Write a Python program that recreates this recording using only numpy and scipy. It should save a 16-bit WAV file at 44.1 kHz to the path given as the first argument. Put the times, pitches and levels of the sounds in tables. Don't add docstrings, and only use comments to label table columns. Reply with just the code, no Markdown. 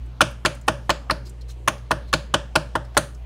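import sys
import numpy as np
from scipy import signal
from scipy.io import wavfile

SR = 44100
rng = np.random.default_rng(int(sys.argv[2]) if len(sys.argv) > 2 else 0)


def generate_wav(signal):
    frames = np.transpose(np.atleast_2d(signal))
    scaled = np.clip(frames, -1, 1) * 32767
    pcm = np.round(scaled).astype(np.int16)
    wavfile.write(sys.argv[1], SR, pcm)


def voltage_ratio(level):
    return 10 ** (np.asarray(level, float) / 20)


N = 143325


def rms_one(x):
    return x / np.sqrt(np.mean(x ** 2) + 1e-20)


def at_hz(points, hz, column=1):
    points = np.array(points)
    return np.interp(np.log(hz), np.log(points[:, 0]), points[:, column])


def drift(rate):
    r = np.exp(-80 * np.pi * rate / SR)
    slow = signal.lfilter([1], [1, -2 * r, r * r], rng.standard_normal(N // 40 + 2002))[2000:]
    return np.interp(np.arange(N) / 40, np.arange(len(slow)), rms_one(slow))


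def bands(size):
    white = rng.standard_normal((2, size + SR // 4))
    edges = 25 * 2 ** np.arange(0, 9.6, .5)
    out = []
    for k, (lo, hi) in enumerate(zip(edges, edges[1:])):
        sos = signal.butter(2, [lo, hi], "band", fs=SR, output="sos")
        out.append((np.sqrt(lo * hi), signal.sosfilt(sos, white[k % 2])[-size:]))
    return out


def ring(clicks, hz, t60):
    r, w = voltage_ratio(-60 / (t60 * SR)), 2 * np.pi * hz / SR
    return signal.lfilter([0, np.sin(w)], [1, -2 * r * np.cos(w), r * r], clicks + 1e-18)


def resonance(x, hz, cycles):
    r, w = voltage_ratio(-60 * hz / (cycles * SR)), 2 * np.pi * hz / SR
    return signal.lfilter([.5, 0, -.5], [1, -2 * r * np.cos(w), r * r], x + 1e-18)


# (time [s], level [dB])
HUM = [(0, -27.5), (.17, -39), (.3, -34), (.42, -39), (.55, -36.5), (.8, -35), (1.05, -35.5), (1.2, -33.5),
       (1.32, -36.5), (1.46, -31), (1.6, -35.5), (1.88, -36.5), (2.05, -32.5), (2.2, -35), (2.5, -34.5),
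       (2.85, -34.5), (3.05, -38), (3.25, -31)]
# (pitch [Hz], level per Hz [dB])
AIR = [(40, -2), (80, -7), (140, -8), (230, -14.5), (550, -17), (950, -26.5), (1500, -29), (3500, -35),
       (8000, -45.5)]


def appliance():
    t = np.arange(N) / SR
    hum_hz, mains_hz, whine_hz, whine_width_hz = 58.5, 120, 911, 80
    hum = voltage_ratio(np.interp(t, *np.transpose(HUM))) * np.sin(0.15 + 2 * np.pi * hum_hz * t)
    buzz_level = voltage_ratio(-47.5 + 2.5 * drift(1.4))
    buzz = buzz_level * np.sin(2 * np.pi * mains_hz * t + 0.53 * drift(2.3))
    air = 0
    for hz, band in bands(size=N):
        rolloff_db = 11 * max(np.log2(hz / 8000), 0)
        air = air + voltage_ratio(at_hz(AIR, hz) - rolloff_db + 2.8 * drift(2.4)) * band
    peak = signal.iirpeak(whine_hz, whine_hz / whine_width_hz, fs=SR)
    whine = rms_one(signal.lfilter(*peak, rng.standard_normal(N)))
    return voltage_ratio(-69.5) * whine + np.sqrt(2) * (hum + buzz) + voltage_ratio(-47) * rms_one(air)


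# (time [s], length [s], level [dB], pitch [Hz])
RUBS = [(0.054, 0.011, -69.5, 8000), (0.303, 0.012, -59, 11500), (0.545, 0.0078, -54, 8500),
        (0.612, 0.0036, -55, 7000), (.665, .01, -63, 9000), (1.247, 0.028, -53, 4830),
        (1.281, 0.019, -63, 6000), (1.294, 0.0027, -46.5, 8000), (1.407, 0.012, -56, 4500),
        (1.475, 0.035, -56.5, 4000), (1.479, 0.034, -54, 6000), (1.495, 0.03, -70, 9000),
        (1.776, 0.0081, -59, 5000), (2.07, 0.025, -61, 4000), (2.616, 0.011, -77.5, 5000),
        (2.846, 0.007, -57, 5000), (2.947, 0.0041, -37.5, 800), (2.956, 0.005, -52, 1600),
        (1.486, 0.014, -58, 1500), (2.942, 0.0045, -66, 6000), (3.145, 0.0053, -57.5, 6000)]


def fingers():
    grains_per_s, q = 5000, 5
    out = np.zeros(N + SR)
    t = np.arange(SR // 8) / SR
    for s, length, db, hz in RUBS:
        draw = rng.random((2, len(t)))
        grains = (draw[0] < grains_per_s / SR) * (2 * draw[1] - 1) * np.sqrt(3 * SR / grains_per_s)
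        grains = grains * np.clip(np.sin(np.pi * np.minimum(t / (1.5 * length), 1)), 0, 1)
        narrow = signal.lfilter(*signal.iirpeak(hz, q, fs=SR), grains) * np.sqrt(q * SR / hz / np.pi)
        around = signal.butter(1, [hz / 2, min(2 * hz, .45 * SR)], "band", fs=SR)
        wide = signal.lfilter(*around, grains)
        i = int(s * SR)
        out[i:i + len(t)] += voltage_ratio(db) * (narrow + voltage_ratio(-4.5) * wide)
    return out[:N]


# (pitch [Hz], time to fall 60 dB [s], level [dB])
ROOM = [(98, 1, -31.5), (290, 0.36, -27.5), (624, 0.28, -23), (1500, 0.34, -24), (4000, 0.3, -24),
        (8000, 0.33, -24.5), (15200, 0.34, -30)]


def kitchen(x):
    early_s, early_db, delay_s = 0.005, 21, 0.0017
    t = np.arange(SR // 2) / SR
    tail = 0
    for hz, band in bands(size=len(t)):
        tail = tail + voltage_ratio(at_hz(ROOM, hz, column=2) - 60 * t / at_hz(ROOM, hz)) * band
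    tail = tail * (1 + voltage_ratio(early_db) * np.exp(-t / early_s))
    tail = tail * np.clip(t / delay_s, 0, 1) ** 2
    return signal.fftconvolve(x, tail * voltage_ratio(-17))[:N]


# (pitch [Hz], level [dB], time to fall 60 dB [s])
THUD = [(62.6, -30.5, 0.059), (113, -24.5, 0.14), (151.1, -21.5, 0.11), (210, -26.5, 0.12),
        (298.6, -23, 0.064), (332, -25, 0.049), (572, -15, 0.061), (636, -22, 0.064)]
# (pitch [Hz], level [dB], time to fall 60 dB [s])
WALLS = [(881, -13.5, 0.013), (1000, -16, 0.014), (1200, -16, 0.012), (1402, -13.5, 0.014),
         (1750, -8.5, 0.0061)]
# (pitch [Hz], level [dB])
CRACK = [(2300, -6.5), (3200, -3.5), (4100, -2.5), (5200, -1.5), (6200, 0), (7400, -2), (8750, -3.5),
         (10500, -10.5), (12500, -15.5), (14500, -28.5)]


def pan_body(clicks, row, cycles, own_db, shove_db, spread_db):
    s, db, own_hz, crack_db, thud_db = row
    soft = np.exp(-2 * np.pi * 2620 / SR)
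    one_way = abs(clicks) / abs(clicks).sum()
    push, shove = signal.lfilter([1 - soft], [1, -soft], [clicks, one_way])
    body = voltage_ratio(own_db) * ring(clicks, own_hz, cycles / own_hz)
    for k, (hz, g, t60) in enumerate(THUD):
        body += (-1) ** k * voltage_ratio(shove_db + thud_db + g + spread_db[0, k]) * ring(shove, hz, t60)
    for k, (hz, g, t60) in enumerate(WALLS):
        body += (-1) ** k * voltage_ratio(thud_db + g + spread_db[1, k]) * ring(push, hz, t60)
    for k, (hz, g) in enumerate(CRACK):
        body += (-1) ** k * voltage_ratio(crack_db + g + spread_db[2, k]) * resonance(clicks, hz, 7)
    return voltage_ratio(db + 6.5) * body


def contacts(rows, chatter_s, cycles, own_db, shove_db):
    chatter_per_s, rise_s, spread_db = 6000, 0.0013, 2
    size = SR // 3
    close, to_room = np.zeros((2, N + SR))
    t = np.arange(size) / SR
    for row in rows:
        draw = rng.random((2, size))
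        spread = spread_db * rng.standard_normal((3, 10))
        clicks = (draw[0] < chatter_per_s / SR) * (2 * draw[1] - 1)
        clicks = clicks * np.exp(-t / chatter_s) * np.minimum(0.37 + t / rise_s, 1)
        clicks[0] = 0.42
        clicks = clicks / np.sqrt(np.sum(clicks ** 2))
        single = 1.0 * (t == 0)
        i = int(row[0] * SR)
        close[i:i + size] += pan_body(clicks, row, cycles, own_db, shove_db, spread)
        to_room[i:i + size] += pan_body(single, row, cycles / 2, own_db, shove_db, spread / 2)
    return close[:N] + kitchen(to_room[:N])


# (time [s], peak level [dB], wall pitch [Hz], crack level [dB], thud level [dB])
LANDS = [(.2074, -1, 1325, -4, -29), (.4502, -3.5, 1350, -6.5, -4), (.6793, -7.5, 1200, -7, -8.5),
         (.8942, -4.5, 1220, -9.5, -1.5), (1.098, -8.5, 1330, -28, -5), (1.6763, -6, 1100, -3.5, 1.5),
         (1.9083, -8.5, 1010, -13, -10), (2.1288, -9.5, 1150, -2, -6), (2.3397, -7, 1060, -3.5, -0.5),
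         (2.5547, -7.5, 1000, 1, -14), (2.7528, -11, 944, -7.5, -2), (2.9685, -3, 1320, -7, -1.5)]


def first_end_lands():
    return contacts(LANDS, chatter_s=0.0036, cycles=17.6, own_db=-3.5, shove_db=-7.5)


# (time [s], peak level [dB], crease pitch [Hz], crack level [dB], thud level [dB])
SLAPS = [(.2146, 5, 3430, -2.5, -4.5), (.4585, 0, 9070, -1, -4), (.6828, 0, 3520, -2.5, 0),
         (.9027, 0.5, 5030, -5, -6), (1.1088, -4.5, 4600, -4.5, -0.5), (1.6828, -1.5, 3450, -4.5, -5.5),
         (1.914, -7.5, 4060, -1, 5.5), (2.1368, -4.5, 1750, 3, 0.5), (2.343, 0.5, 3070, -5, -3),
         (2.559, 3, 4000, -7, -2), (2.757, -15, 3050, -2.5, 10), (2.9752, 8.5, 9100, -11.5, -11)]


def other_end_slaps():
    return contacts(SLAPS, chatter_s=.0018, cycles=23.6, own_db=-15.5, shove_db=1.5)


def scene():
    pan = first_end_lands() + other_end_slaps()
    hands = fingers()
    return (pan + hands + kitchen(hands) + appliance())[None]


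def low_pass(x):
    return signal.sosfilt(signal.butter(12, 16500, fs=SR, output="sos"), x)


def record(dry):
    low_hz, high_hz, top = 50, 16300, 1.4
    x = signal.sosfilt(signal.butter(4, low_hz, "high", fs=SR, output="sos"), dry)
    x = top * np.tanh(x / top)
    x = signal.sosfilt(signal.cheby2(10, 30, high_hz, fs=SR, output="sos"), x)
    mix = np.clip(x, -1, 1)
    return low_pass(mix)


dry = scene()
out = record(dry)
generate_wav(out)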